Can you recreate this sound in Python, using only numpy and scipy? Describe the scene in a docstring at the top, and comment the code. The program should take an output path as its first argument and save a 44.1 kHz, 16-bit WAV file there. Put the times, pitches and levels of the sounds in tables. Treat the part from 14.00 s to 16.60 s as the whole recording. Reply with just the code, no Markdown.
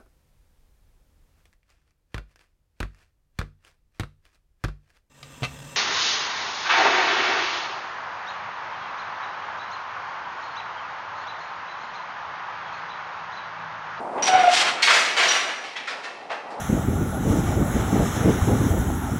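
"""A loading yard outdoors, on a small camera microphone within earshot of a steel dock plate.
Over a steady distant roar comes one knock; the plate swings down on a dry hinge that squeaks, groans and
scrapes. At 0.8 s it crashes onto a truck bed and bounces; the camera's gain, a drawn curve, ducks the
roar. A soft, long rattle lingers, and from about 1.75 s boots and a pallet jack knock on the loose plate
while the gain slowly recovers. The truck box and the yard walls ring behind it all."""
import sys
import numpy as np
from scipy import signal
from scipy.fft import rfft, irfft
from scipy.io import wavfile

SR = 44100
rng = np.random.default_rng(int(sys.argv[2]) if len(sys.argv) > 2 else 0)


def to_wav(s):
    """Save 16-bit WAV."""
    ch = np.atleast_2d(s).T  # columns
    pcm = np.round(np.clip(ch, -1, 1) * 32767)  # PCM
    wavfile.write(sys.argv[1], SR, pcm.astype(np.int16))


N = 114660

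# spectrum of the distant roar: f/Hz, level/dB
ROAR_COLOUR = [(25, -42.5), (241, -9.5), (604, -4), (829, -0.5), (1170, -11.5), (1800, -22.5), (3430, -39),
               (8410, -51), (9840, -48), (10700, -92)]
# the steady roar as the camera's automatic gain ducks it and slowly recovers: t/s, level/dB
DUCKED_LEVEL = [(0, -30), (.35, -26.5), (.8, -33), (1.4, -36.5), (1.75, -41.5), (2.2, -39.5), (2.6, -34)]
# echoes of truck box and walls: f/Hz, T60/s
YARD_T60 = [(200, 1.1), (1200, 1.04), (9000, 0.84)]
# frame and truck bed under the plate's weight: t/s, level/dB, decay/s
THUDS = [(.333, -28.5, 0.041), (.877, -45, 0.11)]
# rubbing of the hinge: t/s, level/dB, treble/dB
SCRAPE = [(.223, -29, 3.5), (.258, -33, 6.5), (.28, -21, 4.5), (.305, -26, -0.5), (.355, -22.5, -10),
          (.41, -23.5, -9), (.49, -26.5, -4.5), (.54, -22, 6), (.62, -19, 3.5), (.64, -24.5, 2),
          (.69, -18.5, -4.5), (.74, -32.5, 0), (.82, -25, -35)]
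# its spectrum: f/Hz, level/dB
SCRAPE_COLOUR = [(60, -35), (200, -19), (400, -19.5), (1200, 5.5), (2600, 3.5), (4300, -2.5), (6000, -7),
                 (8000, -15.5), (13500, -31)]
# the hinge, and the lip sliding on the truck bed: t/s, length/s, f/Hz, level/dB
SQUEAKS = [(0.224, 0.022, 5804, -17), (0.256, 0.042, 5767, -26.5), (.826, 0.0093, 4330, -20),
           (0.827, 0.082, 2195, -20.5), (1.285, 0.041, 5810, -24), (1.338, .04, 5810, -31),
           (1.755, 0.0087, 1980, -33.5), (1.873, 0.011, 2163, -35), (2.515, 0.033, 4490, -58)]
# the two modes of a squeak: frequency ratio, level/dB
SQUEAK_MODES = [(0.999, 8), (1.026, -7)]
# groan of the hinge: t/s, f/Hz, level/dB
GROAN = [(.27, 751.7, -37), (.292, 753, -17), (.323, 738.2, -18.5), (.35, 750.7, -8), (.372, 747.2, -14),
         (.387, 740.3, -14.5), (.424, 719.3, -21.5), (.443, 712, -9.5), (.464, 723.8, -22),
         (.480, 710.4, -11.5), (.497, 697.7, -9), (.510, 729.4, -39), (.532, 727, -19), (.63, 735, -26)]
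# its harmonics 2 to 5: level/dB
GROAN_OVERTONES_DB = [-18, -22.5, -25.5, -32]
# spectrum of the struck plate: f/Hz, level/dB
STEEL_COLOUR = [(50, -52), (150, -39), (280, -29.5), (430, -15.5), (620, -9.5), (1650, -1.17), (2600, -1.5),
                (4600, -9.5), (6000, -13.5), (9000, -26.5), (13500, -35)]
# its distinct modes: f/Hz, level/dB
PLATE_MODES = [(1047, -4), (1310, -3), (1603, -2), (1735, 2), (1950, 0), (2105, -4), (2236, -2), (2335, -3),
               (2430, -2), (2653, -4), (3200, -6)]
# the many close modes between them: f/Hz, T60/s
DENSE_T60 = [(150, 1), (600, 0.83), (2000, 0.59), (10000, 0.58)]
# one early knock, a soft, long rattle at 1.64 s, then boots and pallet jack on the plate:
# t/s, level/dB, bass/dB, treble/dB, chatter/s
KNOCKS_AND_RATTLE = [(.178, -34, 0, -30, 0.0041), (1.64, -32.5, -1.5, -7.5, 0.57),
                     (1.762, -23.5, -12.5, -17.5, 0.0043), (1.873, -25, -2.5, -10, 0.016),
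                     (1.903, -41, 18, 1, 0.012), (2.035, -32, 6, -7, 0.025),
                     (2.298, -31.5, 15.5, -14, 0.021), (2.313, -41, 23, -2, 0.0032),
                     (2.504, -54, 1, 11, 0.0085)]
# plate on truck bed: t/s, level/dB, bass/dB, treble/dB, chatter/s
CLANGS = [(.823, -16.5, -4.5, 3.5, 0.018), (.873, -11, -2, -15.5, 0.0087), (.895, -17, 6.5, 3, 0.014),
          (.934, -19, 4, 4.5, 0.047), (1.05, -21, -17, -9.5, 0.11), (1.168, -15.5, 4, -2.5, 0.077),
          (1.222, -21, 2.5, 0.5, 0.051), (1.274, -20.5, -3.5, 3, 0.043), (1.315, -34, 15, 14.5, 0.009),
          (1.349, -20.5, 3, -6, 0.0077), (1.49, -28.5, 6.5, -9.5, .01)]
# microphone response: f/Hz, gain/dB
MIC = [(20, -7.5), (9600, 1.5), (10700, -9.5), (14000, -7.5)]

RING_S, SETTLE_S, MODE_T60_AT_1KHZ_S = 1.6, 0.0046, 0.7
CHATTER_PER_S, FIRST_CONTACT = 1500, 0.25
MODES_DB, MODE_SHIFT, SPOT_DB, SPOT_WIDTH_HZ = -10.5, 0.005, 3.6, 55
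BASS_HZ, TREBLE_HZ = 1250, 4160


def amp(db):
    """Decibels to gain."""
    return 10 ** (np.asarray(db) / 20)


def unit(x):
    """Scales to rms 1."""
    return x / np.sqrt(np.mean(x ** 2) + 1e-20)


def read(points, hz):
    """Reads a table on a log-frequency axis."""
    f, value = np.transpose(points)
    return np.interp(np.log(hz + 1), np.log(f + 1), value)


def curve(points, column=1):
    """One column of a time table at every sample."""
    points = np.array(points)
    return np.interp(np.arange(N) / SR, points[:, 0], points[:, column])


def add(mix, start_s, sound):
    """Mixes a sound in at its time."""
    part = mix[max(round(start_s * SR), 0):][:len(sound)]
    part += sound[:len(part)]


def colour(x, db_at):
    """Minimum-phase filter with the gain db_at(Hz)."""
    hz = abs(np.fft.fftfreq(4096, 1 / SR))
    log_gain = np.log(amp(np.maximum(db_at(hz), -100)))
    impulse = np.fft.ifft(np.exp(np.conj(signal.hilbert(log_gain)))).real[:2048]
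    return signal.fftconvolve(x, impulse)[:len(x)]


def waver(size, hz):
    """Smooth random motion below hz, at rms 1."""
    rolloff = 1 + (np.fft.rfftfreq(size, 1 / SR) / hz) ** 4
    return unit(irfft(rfft(rng.standard_normal(size)) / rolloff, size))


def dense_decay(t60s, damping=1):
    """Countless close modes or echoes, each band dying at its own speed."""
    size = round(RING_S * SR)
    hz, t, bands = signal.stft(rng.standard_normal(size), SR, nperseg=256)
    decay = amp(-60 * damping * t / read(t60s, hz)[:, None])
    return signal.istft(bands * decay, SR, nperseg=256)[1][:size]


def distant_roar(flutter_db=1.7):
    """A steady, dull background; a drawn curve stands for the camera's gain ducking after the crash."""
    roar = colour(rng.standard_normal(N + 2048), lambda hz: read(ROAR_COLOUR, hz))[2048:]
    return unit(roar) * amp(curve(DUCKED_LEVEL) + flutter_db * waver(N, 6.5))


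def yard(x, wet_db, rise_s=0.0091):
    """The direct sound reaches the microphone first, then echoes off truck box and walls."""
    tail = dense_decay(YARD_T60)
    tail *= np.minimum(np.arange(len(tail)) / SR / rise_s, 1)
    return x + amp(wet_db) * signal.fftconvolve(x, tail / np.linalg.norm(tail))[:N]


def frame_thuds(cutoff_hz=287):
    """Frame and truck bed take the plate's weight with short, dull thuds."""
    out, t = np.zeros(N), np.arange(N // 4) / SR
    for start, level_db, decay_s in THUDS:
        rumble = unit(np.gradient(waver(len(t), cutoff_hz)))
        add(out, start, amp(level_db) * rumble * np.minimum(t / SETTLE_S, 1) * np.exp(-t / decay_s))
    return out


def hinge_scrape(slips_per_s=3000, ring_s=0.0095, spots=8, split_hz=3000):
    """Dense tiny slips of the rusty hinge, each briefly ringing one spot on the steel."""
    t = np.arange(N) / SR
    slips = rng.choice([-1, 1], N) * (rng.random(N) < slips_per_s / SR)
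    spot = rng.integers(0, spots, N)
    rings = rng.standard_normal((spots, 2048)) * np.exp(-t[:2048] / ring_s)
    ringing = sum(signal.oaconvolve(slips * (spot == k), ring / np.linalg.norm(ring))[:N]
                  for k, ring in enumerate(rings))
    rub = unit(colour(slips + ringing, lambda hz: read(SCRAPE_COLOUR, hz)))
    dull = signal.sosfiltfilt(signal.butter(2, split_hz, fs=SR, output="sos"), rub)
    treble = (rub - dull) * amp(curve(SCRAPE, column=2))
    return (dull + treble) * amp(curve(SCRAPE)) * (t > SCRAPE[0][0]) * (t < SCRAPE[-1][0])


def squeaks(jitter=0.0074, flutter_db=3, fade_db=-5, edge_s=0.0013):
    """Short, thin squeals of steel on steel: two beating modes."""
    out, t = np.zeros(N), np.arange(N // 8) / SR
    for start, length, hz, level_db in SQUEAKS:
        tone = np.zeros(len(t))
        for ratio, db in SQUEAK_MODES:
            gain = amp(db + flutter_db * waver(len(t), 100))
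            pitch = ratio * hz * (1 + jitter * waver(len(t), 330))
            tone += gain * np.sin(2 * np.pi * np.cumsum(pitch) / SR)
        gate = np.clip(np.minimum(t, length - t) / edge_s, 0, 1)
        add(out, start, unit(tone) * gate * amp(level_db + fade_db * np.minimum(t / length, 1)))
    return out


def hinge_groan(jitter=0.004, rasp=0.019, flutter_db=3.1, follow=0.72, fade_db_per_s=-16,
                low_hz=595, low_db=-21, stutter_db=11, stutter_s=0.043):
    """Uneven stick and slip: a tone, a weak lower mode, and overtones that fade as the plate tips."""
    t = np.arange(N) / SR
    since = np.maximum(t - GROAN[0][0], 0)
    stutter = np.sin(np.pi * np.maximum(t - GROAN[-2][0], 0) / stutter_s) ** 2  # only as it dies
    level_db = curve(GROAN, column=2) - stutter_db * stutter
    pitch = curve(GROAN) * (1 + jitter * waver(N, 75))
    phase = 2 * np.pi * (np.cumsum(pitch) / SR + rasp * waver(N, 300))
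    low_mode = amp(low_db) * np.sin(2 * np.pi * low_hz * t)
    tone = amp(level_db + flutter_db * waver(N, 92)) * (np.sin(phase) + low_mode)
    overtones = sum(amp(db + flutter_db * waver(N, 92)) * np.sin(k * phase)
                    for k, db in enumerate(GROAN_OVERTONES_DB, 2))
    overtones *= amp(follow * level_db + fade_db_per_s * since)
    return np.sqrt(2) * (tone + overtones) * (since > 0) * (t < GROAN[-1][0])


def plate_modes(t, damping):
    """The plate's distinct tones, slightly detuned at each blow; the high ones die first."""
    out = np.zeros(len(t))
    for hz, db in PLATE_MODES:
        pitch = hz * (1 + MODE_SHIFT * rng.standard_normal())
        decay_db = 60 * damping * t * np.sqrt(hz / 1000) / MODE_T60_AT_1KHZ_S
        out += amp(db - decay_db) * np.sin(2 * np.pi * (pitch * t + rng.random()))
    return out


def plate_blow(level_db, bass_db, treble_db, chatter_s, damping, crack_db):
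    """A first contact and a burst of chatter: the contacts crack and build up the plate's ring."""
    dense = dense_decay(DENSE_T60, damping)
    t = np.arange(len(dense)) / SR
    force = np.minimum(t / SETTLE_S, 1) * np.exp(-t / chatter_s)
    chatter = rng.choice([-1, 1], len(t)) * (rng.random(len(t)) < CHATTER_PER_S / SR) * force
    contacts = chatter / (np.linalg.norm(chatter) + 1e-9) + FIRST_CONTACT * (t == 0)
    build_up = np.sqrt(np.cumsum(contacts ** 2) / np.sum(contacts ** 2))
    spot = SPOT_DB * rng.uniform(-np.sqrt(3), np.sqrt(3), 512)  # each spot favours other resonances
    steel = lambda hz: read(STEEL_COLOUR, hz) + np.interp(hz / SPOT_WIDTH_HZ, np.arange(512), spot)
    body, crack = colour(dense * build_up, steel), colour(contacts, steel)
    modes = build_up * plate_modes(t, damping)
    parts = [(0, body), (MODES_DB, modes), (crack_db, crack)]
    sound = sum(amp(db) * part / part[:2600].std() for db, part in parts)  # balanced over the attack
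    bass = lambda hz: bass_db / (1 + (hz / BASS_HZ) ** 3)
    treble = lambda hz: treble_db / (1 + (TREBLE_HZ / (hz + 1)) ** 3)
    return amp(level_db) * colour(sound, lambda hz: bass(hz) + treble(hz))


def dock_plate(blows, damping, crack_db, trim_db=-4.0):
    """The steel plate rings under a run of blows; more damping shortens the ring."""
    out = np.zeros(N)
    for start, *blow in blows:
        add(out, start, plate_blow(*blow, damping, crack_db))
    return amp(trim_db) * out


def scene():
    """Hinge, crash, rattle and footwork as they reach the microphone across the yard."""
    hinge = yard(hinge_groan() + frame_thuds(), wet_db=-13.0)
    hinge += yard(squeaks(), wet_db=-6.5) + yard(hinge_scrape(), wet_db=-11.5)
    clangs = yard(dock_plate(CLANGS, damping=0.98, crack_db=-4.5), wet_db=-9.5)
    loose_plate = yard(dock_plate(KNOCKS_AND_RATTLE, damping=1.75, crack_db=-5.5), wet_db=-5.5)
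    return (distant_roar() + hinge + clangs + loose_plate)[None]


def record(dry, ceiling=0.9, edge_hz=13700):
    """A small mono camera microphone: rounded peaks, a dull top and a band limit."""
    rounded = dry[0] / (1 + (dry[0] / ceiling) ** 4) ** (1 / 4)
    heard = colour(rounded, lambda hz: read(MIC, hz))
    band_limit = signal.firwin(511, edge_hz, window=("kaiser", 9), fs=SR)
    return signal.oaconvolve(heard, band_limit, "same")[None]


dry = scene()
out = record(dry)
to_wav(out)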